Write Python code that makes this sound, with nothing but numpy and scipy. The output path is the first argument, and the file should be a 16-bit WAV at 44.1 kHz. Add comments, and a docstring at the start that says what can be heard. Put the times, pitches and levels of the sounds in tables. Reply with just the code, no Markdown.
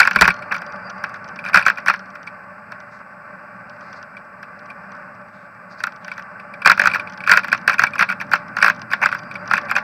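"""A camera's loose mount knocks on a bicycle handlebar along a park path and paving slabs.
Each bump starts a rocking: the latch snaps, the stop is struck, and the case resonances ring on.
Tyre noise drones through the same resonances, over low-passed tread noise and a deep rumble of wind.
Jolts shudder, plastic cracks and a brake pad rubs, all as filtered noise bursts; the camera hisses and whines.
The microphone overloads on the hardest knocks."""
import sys
import numpy as np
from scipy import signal
from scipy.fft import rfft, irfft
from scipy.io import wavfile
from scipy.ndimage import uniform_filter1d

SR = 44100
rng = np.random.default_rng(int(sys.argv[2]) if len(sys.argv) > 2 else 0)


def dump_mix(stems):
    """Bounce the given channels to the path in sys.argv[1] as a 16-bit WAV at rate SR."""
    frames = np.atleast_2d(stems).T  # one column per channel
    limited = np.clip(frames, -1, 1)  # hard clip at full scale
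    pcm = np.round(limited * 32767).astype(np.int16)
    wavfile.write(sys.argv[1], SR, pcm)


N = 433483


def undb(db):
    """Level to amplitude: 20 dB is a factor of ten."""
    return 10 ** (np.asarray(db) / 20)


def unit(x):
    """Energy normalisation: scale to rms 1."""
    return x / np.sqrt(np.mean(x ** 2))


def add(track, start_s, sound):
    """Superposition: mix a sound into a track."""
    i = max(0, int(start_s * SR))
    track[i:i + len(sound)] += sound[:max(0, N - i)]


def colour(x, points):
    """Minimum-phase filtering through (pitch_hz, level_db) points; white noise keeps its level."""
    hz, db = np.transpose(points)
    size = 4096
    grid = np.log(np.fft.rfftfreq(size, 1 / SR) + 1)
    log_gain = np.log(undb(np.interp(grid, np.log(hz), db)))
    # folding the cepstrum to positive times makes the response causal
    cepstrum = irfft(log_gain)[:size // 2]
    cepstrum[0] /= 2
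    response = irfft(np.exp(rfft(2 * cepstrum, size)))
    return signal.fftconvolve(x, response / np.linalg.norm(response))[:N]


def resonate(x, modes):
    """Modal resonance: parallel (pitch_hz, width_hz, level_db) peaks; white noise nearly keeps its level."""
    out = 0
    power = 0
    for hz, width, db in modes:
        b, a = signal.iirpeak(hz, hz / width, SR)
        out = out + undb(db) * signal.lfilter(b, a, x)
        power += undb(db) ** 2 * np.pi * width / SR
    return out / np.sqrt(power)


def muffle(x, edge_hz):
    """Transmission loss: a steep low-pass."""
    return signal.sosfilt(signal.butter(18, edge_hz, fs=SR, output="sos"), x)


def walk(rate_hz):
    """Random modulation: held random values, smoothed twice and scaled to rms 1."""
    k = int(SR / rate_hz)
    held = np.repeat(rng.standard_normal(N // k + 1), k)
    smooth = uniform_filter1d(uniform_filter1d(held, k), k)
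    return unit(smooth[:N])


def ring(modes, scatter):
    """Free modal decay after one tap, peak 1; modes swell over a few cycles and vary from tap to tap."""
    t = np.arange(SR // 20) / SR
    hz, t60, db = np.transpose(modes)[:, :, None]
    detune, weight, phase = rng.standard_normal((3, len(modes), 1))
    rise = 1 - np.exp(-(t * hz / 3.5) ** 2)
    decay = np.exp(-np.log(1000) * t / t60)
    envelope = undb(db + 2 * weight) * rise * decay
    pitch = hz * (1 + scatter * detune)
    out = np.sum(envelope * np.sin(2 * np.pi * pitch * t + 2 * np.pi * phase), axis=0)
    return out / np.abs(out).max()


def thud(hz, swell_s, sag):
    """Impact response: a few cycles swell, sink in pitch through hz and die."""
    t = np.arange(SR // 50) / SR
    u = t / swell_s
    envelope = (u * np.exp(1 - u)) ** 5
    pitch = hz * (1 + sag * np.tanh(1 - u))
    return envelope * np.sin(2 * np.pi * (np.cumsum(pitch) / SR + rng.random()))


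def chatter(decay_s):
    """Dissipation: tiny rebounds as noise that dies exponentially after a blow."""
    t = np.arange(SR // 10) / SR
    return rng.standard_normal(len(t)) * np.exp(-t / decay_s)


def swell(length_s):
    """Friction burst: noise that rises and falls once."""
    count = int(length_s * SR)
    return rng.standard_normal(count) * np.sin(np.pi * np.arange(count) / count)


# course of the ride, levels before trim: start_s, tyre_drone_db, low_rumble_db
RIDE_COURSE = [(0, -35.5, -37), (.35, -34.5, -45.5), (.9, -34.5, -50.5), (1.4, -35.5, -42),
               (1.6, -32.5, -51), (2.2, -39, -48.5), (3.3, -40, -48.5), (3.9, -37.5, -50.5),
               (4.3, -40.5, -50), (5.0, -38.5, -49), (5.5, -41, -50), (6.5, -38.5, -49), (6.8, -34, -35),
               (7.15, -36, -41.5), (7.8, -36, -37.5), (8.45, -36, -40), (9.1, -36, -37), (9.83, -33, -39)]
# resonances of case and handlebar: pitch_hz, width_hz, level_under_tyres_db, level_under_blow_db
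CASE_MODES = [(121.8, 8.9, -8.5, -14), (189.5, 25, -1, -2), (593, 22.8, 0.5, 0.5), (861, 30, -5, -20),
              (1118, 70, -4, 8), (1160, 8.6, 3.5, -1.5), (1320, 17, -7, 4.5), (1422, 22, -7.5, 14.5),
              (1517, 71, -0.5, 8), (1638, 27, -19, 8.5), (1750, 13, -8, 0), (2130, 59, -37, -18.5),
              (2024, 12, -9, -35.5), (2311, 24, -13, 3), (2675, 40, -27, -19.5), (3360, 214, -11, -44.5),
              (3980, 140, -38.5, -30), (4306, 170, -40, -24.5), (5100, 43, -32.5, -44)]
# relative spectrum of the tyre tread: pitch_hz, level_db (per Hz)
TYRE_SPECTRUM = [(30, -37), (250, -14), (420, -11.5), (750, -2), (1000, -3.5), (1400, 4), (1700, -5.5),
                 (2200, -21), (2650, -20)]
# relative spectrum of wind and road rumble: pitch_hz, level_db (per Hz)
WIND_SPECTRUM = [(20, -14.5), (50, -27), (75, -23.5), (100, 1), (135, 0.5), (200, 6), (270, -2), (340, -10),
                 (700, -53)]


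def rolling():
    """Structure-borne sound: grit drives frame and case; wind and road rumble lie below."""
    start_s, *columns = np.transpose(RIDE_COURSE)
    tyre_db, rumble_db = (np.interp(np.arange(N) / SR, start_s, c) for c in columns)
    surface = undb(0.8 * walk(90) + 0.6 * walk(5))
    grit = rng.standard_normal((3, N)) * surface
    modes = [(hz, width, db) for hz, width, db, _ in CASE_MODES]
    drone = undb(0.5) * resonate(grit[0], modes)
    tread = undb(-2.0) * colour(grit[1], TYRE_SPECTRUM)
    # the case walls shut out the treble of the road, but for one faint band
    band = [(4840, 1070, 0)]
    leak = undb(-29.0) * unit(resonate(resonate(grit[2], band), band))
    road = muffle(drone + tread, edge_hz=2680) + leak
    wind_level = undb(rumble_db - 4.5 + 1.5 * walk(11))
    wind = wind_level * colour(rng.standard_normal(N), WIND_SPECTRUM)
    return undb(tyre_db - 1.5) * road + wind


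# relative spectrum of the camera's hiss: pitch_hz, level_db (per Hz)
HISS_SPECTRUM = [(100, 14.5), (5000, -5.5), (9000, -3.5), (15000, -6)]


def electronics():
    """Self-noise: the camera's own hiss and a thin, frequency-modulated whine."""
    whine = np.sin(2 * np.pi * np.cumsum(7870 + 45 * walk(250)) / SR)
    hiss = colour(rng.standard_normal(N), HISS_SPECTRUM)
    return undb(-75.5) * whine + undb(-71) * hiss


# bumps that set the camera rocking, levels before trim: start_s, first_knock_level_db, knock_count,
# swing_s, fall_per_swing_db (negative: the rocking builds up), latch_level_db
BUMP_SWINGS = [(0.001, 11, 2, .014, 9.5, -4), (0.051, -3.5, 2, .022, -5.5, -26),
               (0.11, -5, 2, 0.026, 15, -38), (0.159, 2.5, 2, 0.015, 19, -20),
               (0.21, 4.5, 2, 0.0082, -7.5, -28), (0.24, -10, 2, .013, -10, -21),
               (0.277, 4.5, 3, 0.01, 10, -23), (0.522, -7, 3, 0.021, 4, -38),
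               (0.618, -18.5, 1, .019, 0, -42), (1.039, -8, 2, 0.055, 15, -41),
               (1.142, -19, 2, 0.023, 14, -40), (1.45, -15.5, 2, 0.037, -0.5, -28),
               (1.543, 6, 3, 0.014, 0.5, -13.5), (1.592, -5, 2, 0.021, 8, -15),
               (1.663, 3, 3, 0.018, 3, -15), (1.783, -14, 1, .019, 0, -24.5),
               (1.861, -7.5, 1, .019, 5, -57), (1.882, 3.5, 2, 0.016, 1, -12.5),
               (1.938, -9.5, 2, 0.0069, 9, -31), (2.154, -21, 1, 0.021, 0, -52),
               (2.72, -19, 1, 0.021, 4, -48), (4.429, -20.5, 1, 0.024, 0, -53),
               (5.803, -18, 1, .019, 0, -42), (5.837, -6.5, 2, 0.032, 6, -41),
               (6.08, -18, 1, 0.017, 0, -40), (6.179, -17, 2, .015, 5, -33), (6.658, 7.5, 2, .015, -1, -11),
               (6.697, 8, 2, 0.018, 2.5, -21), (6.776, -9, 1, 0.021, -5, -35), (6.795, 3, 3, 0.021, 4, -36),
               (6.856, -1.5, 2, .015, -5, -20), (6.946, -3, 3, .01, 7, -13),
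               (7.274, -2.5, 3, 0.02, -6, -22.5), (7.335, 2.5, 2, .02, 12, -9.5),
               (7.372, 5, 2, 0.02, 14, -15), (7.444, -9.5, 2, 0.038, 3, -25),
               (7.527, 2.5, 2, 0.019, 12, -16), (7.677, 5, 2, .018, 3, -38),
               (7.72, -12.5, 2, .021, -5, -17.5), (7.793, 3, 2, 0.025, 7, -16.5),
               (7.836, 3, 2, .02, 24, -16), (7.955, -12.5, 1, 0.017, 0, -35),
               (7.992, -0.5, 3, 0.016, -2, -16), (8.099, -7, 2, 0.024, 3.5, -15.5),
               (8.212, -11, 2, 0.0082, 6.5, -17), (8.315, -7, 1, 0.022, 0, -47),
               (8.334, 3.5, 2, .021, 10, -17), (8.567, -6, 3, 0.018, 4.5, -38),
               (8.625, 5, 5, .0183, 1.4, -12), (8.914, -12, 2, .019, -12, -26),
               (9.016, -13, 2, 0.012, -8, -38), (9.058, 1.5, 2, 0.03, 14.5, -14),
               (9.125, -8.5, 2, 0.023, 3.5, -22), (9.511, -3, 2, 0.024, -4.5, -30),
               (9.555, -12, 2, 0.023, -7.5, -24), (9.695, -15.5, 2, 0.017, -12.5, -30),
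               (9.763, 1, 2, 0.019, 7.5, -12.5)]
THUD_HZ, THUD_SPREAD = 1549, 0.078  # centre pitch of a knock, and the share by which it varies
LATCH_LEAD_S, LATCH_SPREAD_DB = 0.0098, 3.5  # the latch snaps on the back swing; no two equally hard
STUTTER_S, STUTTER_DB = 0.0052, -22.5  # mean delay of the second touch, and its level under the knock
SETTLE_S, SETTLE_DB = 0.14, -33  # range of the random delay of one graze per bump, level before trim


def rocking():
    """Oscillation against a stop: knocks (start_s, level_db, pitch_hz), clicks, ticks (start_s, level_db)."""
    knocks, clicks, ticks = [], [], []
    for start_s, knock_db, count, swing_s, fall_db, latch_db in BUMP_SWINGS:
        for k in range(round(count)):
            at_s = start_s + k * swing_s
            lost_db = k * fall_db
            pitch, stutter_pitch, delay, snap = rng.uniform(-1, 1, size=4)
            knock_hz = THUD_HZ * (1 + THUD_SPREAD * pitch)
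            knocks.append((at_s, knock_db - lost_db, knock_hz))
            stutter_s = at_s + STUTTER_S * (1 + delay / 3)
            stutter_hz = THUD_HZ * (1 + 2 * THUD_SPREAD * stutter_pitch)
            knocks.append((stutter_s, knock_db - lost_db + STUTTER_DB, stutter_hz))
            clicks.append((at_s - LATCH_LEAD_S, latch_db - lost_db + LATCH_SPREAD_DB * snap))
        # at_s is now the last knock: the delay runs from one swing after it
        ticks.append((at_s + swing_s + SETTLE_S * rng.random(), SETTLE_DB))
    return knocks, clicks, ticks


# first contact of the mount: pitch_hz, t60_s, level_db (before random weighting)
CONTACT_MODES = [(4800, 0.0071, 0.5), (5635, 0.0047, 3.5), (8100, 0.0027, -2.5), (12570, 0.0024, -8),
                 (14000, 0.0027, -9)]
# the camera's frame bumps the bar, duller than the mount: start_s, level_db (before trim), pitch_hz
FRAME_KNOCKS = [(0.279, -3, 1055), (1.495, -16.5, 1300), (9.037, -7, 1010)]


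def strike(knocks, direct, rebounds, drive, fittings):
    """Impact excitation: a tick of contact, a thud, and rebounds that feed case and fittings."""
    for start_s, db, hz in knocks + list(FRAME_KNOCKS):
        # the tick grows more slowly with force than the thud does
        add(direct, start_s - 0.0006, undb(0.86 * db - 20.0) * ring(CONTACT_MODES, scatter=0.075))
        add(direct, start_s + 0.00029, undb(db - 2.0) * thud(hz, swell_s=0.0023, sag=0.16))
        add(rebounds, start_s + 0.001894, undb(db - 14.5) * chatter(decay_s=0.0091))
        add(drive, start_s + 0.002, undb(db - 12.5) * chatter(decay_s=0.0045))
        add(fittings, start_s + 0.000973, undb(db - 42) * chatter(decay_s=0.026))


# the latch snaps on its own: start_s, level_db (before trim)
LONE_CLICKS = [(0.03, -5.5), (0.188, -11), (0.304, -10), (0.423, -24), (0.548, -18), (1.39, -21),
               (1.462, -17), (1.626, -15.5), (2.274, -24), (4.168, -27.5), (4.702, -27.5), (6.116, -18.5),
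               (6.398, -29.5), (6.538, -26.5), (6.619, -20), (6.898, -18), (6.914, -15.5), (6.997, -15.5),
               (7.073, -25), (7.205, -23), (7.238, -20.5), (7.868, -14), (7.935, -20), (9.312, -22),
               (9.355, -20)]
# ring of the latch: pitch_hz, t60_s, level_db (before random weighting)
LATCH_MODES = [(1467, 0.035, -0.5), (2337, 0.035, 1), (2515, 0.03, -3.5), (4700, 0.029, -19.5),
               (8150, 0.014, -26.5), (10140, 0.0095, -27.5), (13000, 0.0061, -35)]


def snap_latch(clicks, direct, drive):
    """Snap-through: the latch rings in its own modes and drives the case."""
    for start_s, db in clicks + list(LONE_CLICKS):
        add(direct, start_s - 0.0009, undb(db + 2.0) * ring(LATCH_MODES, scatter=0.0184))
        add(drive, start_s + 0.001006, undb(db - 9.5) * chatter(decay_s=0.0092))


# graze level on smooth road (before trim), dB gained per dB of tyre drone, drone setting of smooth road
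GRAZE_DB, GRAZE_GROWTH, SMOOTH_ROAD_DB = -60, 4, -40.5


def grazes(count, spread_db):
    """Random excitation: faint ticks, harder where the road is rough, as start_s, level_db."""
    when, size = rng.random((count, 2)).T
    start_s = when * N / SR
    ride_s, tyre_db, _ = np.transpose(RIDE_COURSE)
    rough_db = np.interp(start_s, ride_s, tyre_db) - SMOOTH_ROAD_DB
    level_db = GRAZE_DB + GRAZE_GROWTH * rough_db + spread_db * size ** 2
    return list(zip(start_s, level_db))


# the mount only grazes its stop: start_s, level_db (before trim)
MOUNT_TICKS = [(0.132, -20), (0.341, -25), (0.897, -27), (1.36, -26.5), (1.993, -27), (2.103, -36),
               (2.23, -31), (3.696, -32), (3.809, -36), (3.929, -27.5), (4.027, -29.5), (4.659, -36),
               (4.919, -33.5), (6.046, -24), (7.097, -31), (7.135, -28), (7.175, -24.5), (7.577, -23),
               (8.817, -21.5), (9.19, -24.5)]


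def graze_stop(ticks, direct, drive):
    """Light contact: a soft touch wakes only the two lowest contact modes."""
    for start_s, db in ticks + list(MOUNT_TICKS) + grazes(count=70, spread_db=16):
        add(direct, start_s, undb(db - 7.0) * ring(CONTACT_MODES[:2], scatter=0.035))
        add(drive, start_s + 0.00094, undb(db - 4.5) * chatter(decay_s=0.0048))


# the mount slips in its clamp: start_s, length_s, level_db (before filtering)
MOUNT_SLIPS = [(0.508, 0.024, -19), (9.013, 0.039, -14.5)]


def slip(rebounds):
    """Sliding friction: each slip is one swell of noise."""
    for start_s, length_s, db in MOUNT_SLIPS:
        add(rebounds, start_s, undb(db) * swell(length_s))


# relative spectrum of knock rebounds and slips: pitch_hz, level_db (per Hz)
BLOW_SPECTRUM = [(30, -36), (180, -19), (350, -20.5), (800, 1), (1500, 6.5), (2100, 3.5), (2600, 5.5),
                 (3050, -25.5), (5200, -38), (6000, -41.5)]


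def rattle():
    """Source and resonator: contacts sound directly, and their rebounds and slips through the case."""
    direct, rebounds, drive, fittings = np.zeros((4, N))
    knocks, clicks, ticks = rocking()
    strike(knocks, direct, rebounds, drive, fittings)
    snap_latch(clicks, direct, drive)
    graze_stop(ticks, direct, drive)
    slip(rebounds)
    case = resonate(drive, [(hz, width, db) for hz, width, _, db in CASE_MODES])
    # cables and levers buzz on faintly after each knock
    buzz = resonate(fittings, [(4160, 2400, 0)])
    tail = muffle(case + colour(rebounds, BLOW_SPECTRUM) + buzz, edge_hz=5800)
    # plastic damps the top at once: only a trace of it outlasts the contact
    fizz = undb(-31.5) * resonate(drive, [(9500, 11000, 0)])
    return direct + tail + fizz


# heavy jolts that shake the whole handlebar: start_s, level_db (of the shudder, before filtering)
BAR_JOLTS = [(0.004, -47), (0.162, -22), (0.214, -14.5), (0.251, -32), (0.28, -22.5), (1.557, -29.5),
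             (1.885, -49.5), (6.678, -34)]
# relative spectrum of the shudder: pitch_hz, level_db (per Hz)
SHAKE_SPECTRUM = [(20, -3), (55, 1.5), (115, -12), (180, 6.5), (300, -10.5), (600, -10.5), (1500, -53.5)]
# the metal of the handlebar sings on: pitch_hz, t60_s, level_db (relative)
METAL_MODES = [(4330, .6, 2.5), (4840, 0.43, -6)]


def handlebar():
    """Transient vibration: heavy jolts leave a short, deep shudder and a faint metal ring."""
    shudder, song = np.zeros((2, N))
    t = np.arange(SR // 2) / SR
    for start_s, db in BAR_JOLTS:
        add(shudder, start_s, undb(db) * chatter(decay_s=0.017))
        for hz, t60, mode_db in METAL_MODES:
            decay = np.exp(-np.log(1000) * t / t60)
            tone = np.sin(2 * np.pi * (hz * t + rng.random()))
            # the ring is equally strong after every jolt
            add(song, start_s, undb(mode_db - 54) * decay * tone)
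    return colour(shudder, SHAKE_SPECTRUM) + song


# dry cracks of the plastic: start_s, level_db (before filtering)
PLASTIC_CRACKS = [(0.212, -0.5), (1.039, -43), (2.721, -45.5), (4.431, -52), (5.839, -16.5)]


def plastic():
    """Sudden stress release: plastic lets go with a short, bright crack."""
    cracks = np.zeros(N)
    for start_s, db in PLASTIC_CRACKS:
        add(cracks, start_s, undb(db) * chatter(decay_s=0.00042))
    band = [(4540, 3200, 0)]
    return resonate(resonate(cracks, band), band)


# a brake pad brushes the wheel: start_s, length_s, pitch_hz, width_hz (of each of two filter passes),
# level_db (rms, before flutter)
BRAKE_RUBS = [(0.38, 0.84, 4770, 170, -62), (2.877, 0.15, 4800, 2400, -69.5), (3.66, 0.47, 4700, 1300, -68),
              (5.279, 0.22, 4000, 2410, -71), (5.692, 0.15, 4680, 1300, -57),
              (6.003, 0.17, 3700, 2200, -61), (8.98, 0.56, 4780, 200, -60.5)]


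def brake():
    """Uneven friction: a hiss, or a thin fluttering song where the band is narrow."""
    rubs = np.zeros(N)
    for start_s, length_s, hz, width, db in BRAKE_RUBS:
        band = [(hz, width, 0)]
        rub = resonate(resonate(swell(length_s), band), band)
        add(rubs, start_s, undb(db) * unit(rub))
    flutter = undb(3.5 * walk(45))
    return rubs * flutter


def scene():
    """Superposition: all sources add up at the one microphone."""
    ride = rolling() + electronics()
    return (ride + rattle() + handlebar() + plastic() + brake())[None]


def record(dry):
    """Overload and band limiting: peaks clip, then the deepest bass and the top are cut."""
    clipped = np.clip(dry, -1, 1)
    bass_cut = signal.butter(1, 30, "high", fs=SR, output="sos")
    top_cut = signal.ellip(8, 0.2, 90, 15600, fs=SR, output="sos")  # ripple dB, rejection dB, edge Hz
    return signal.sosfilt(top_cut, signal.sosfilt(bass_cut, clipped))


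dry = scene()
out = record(dry)
dump_mix(out)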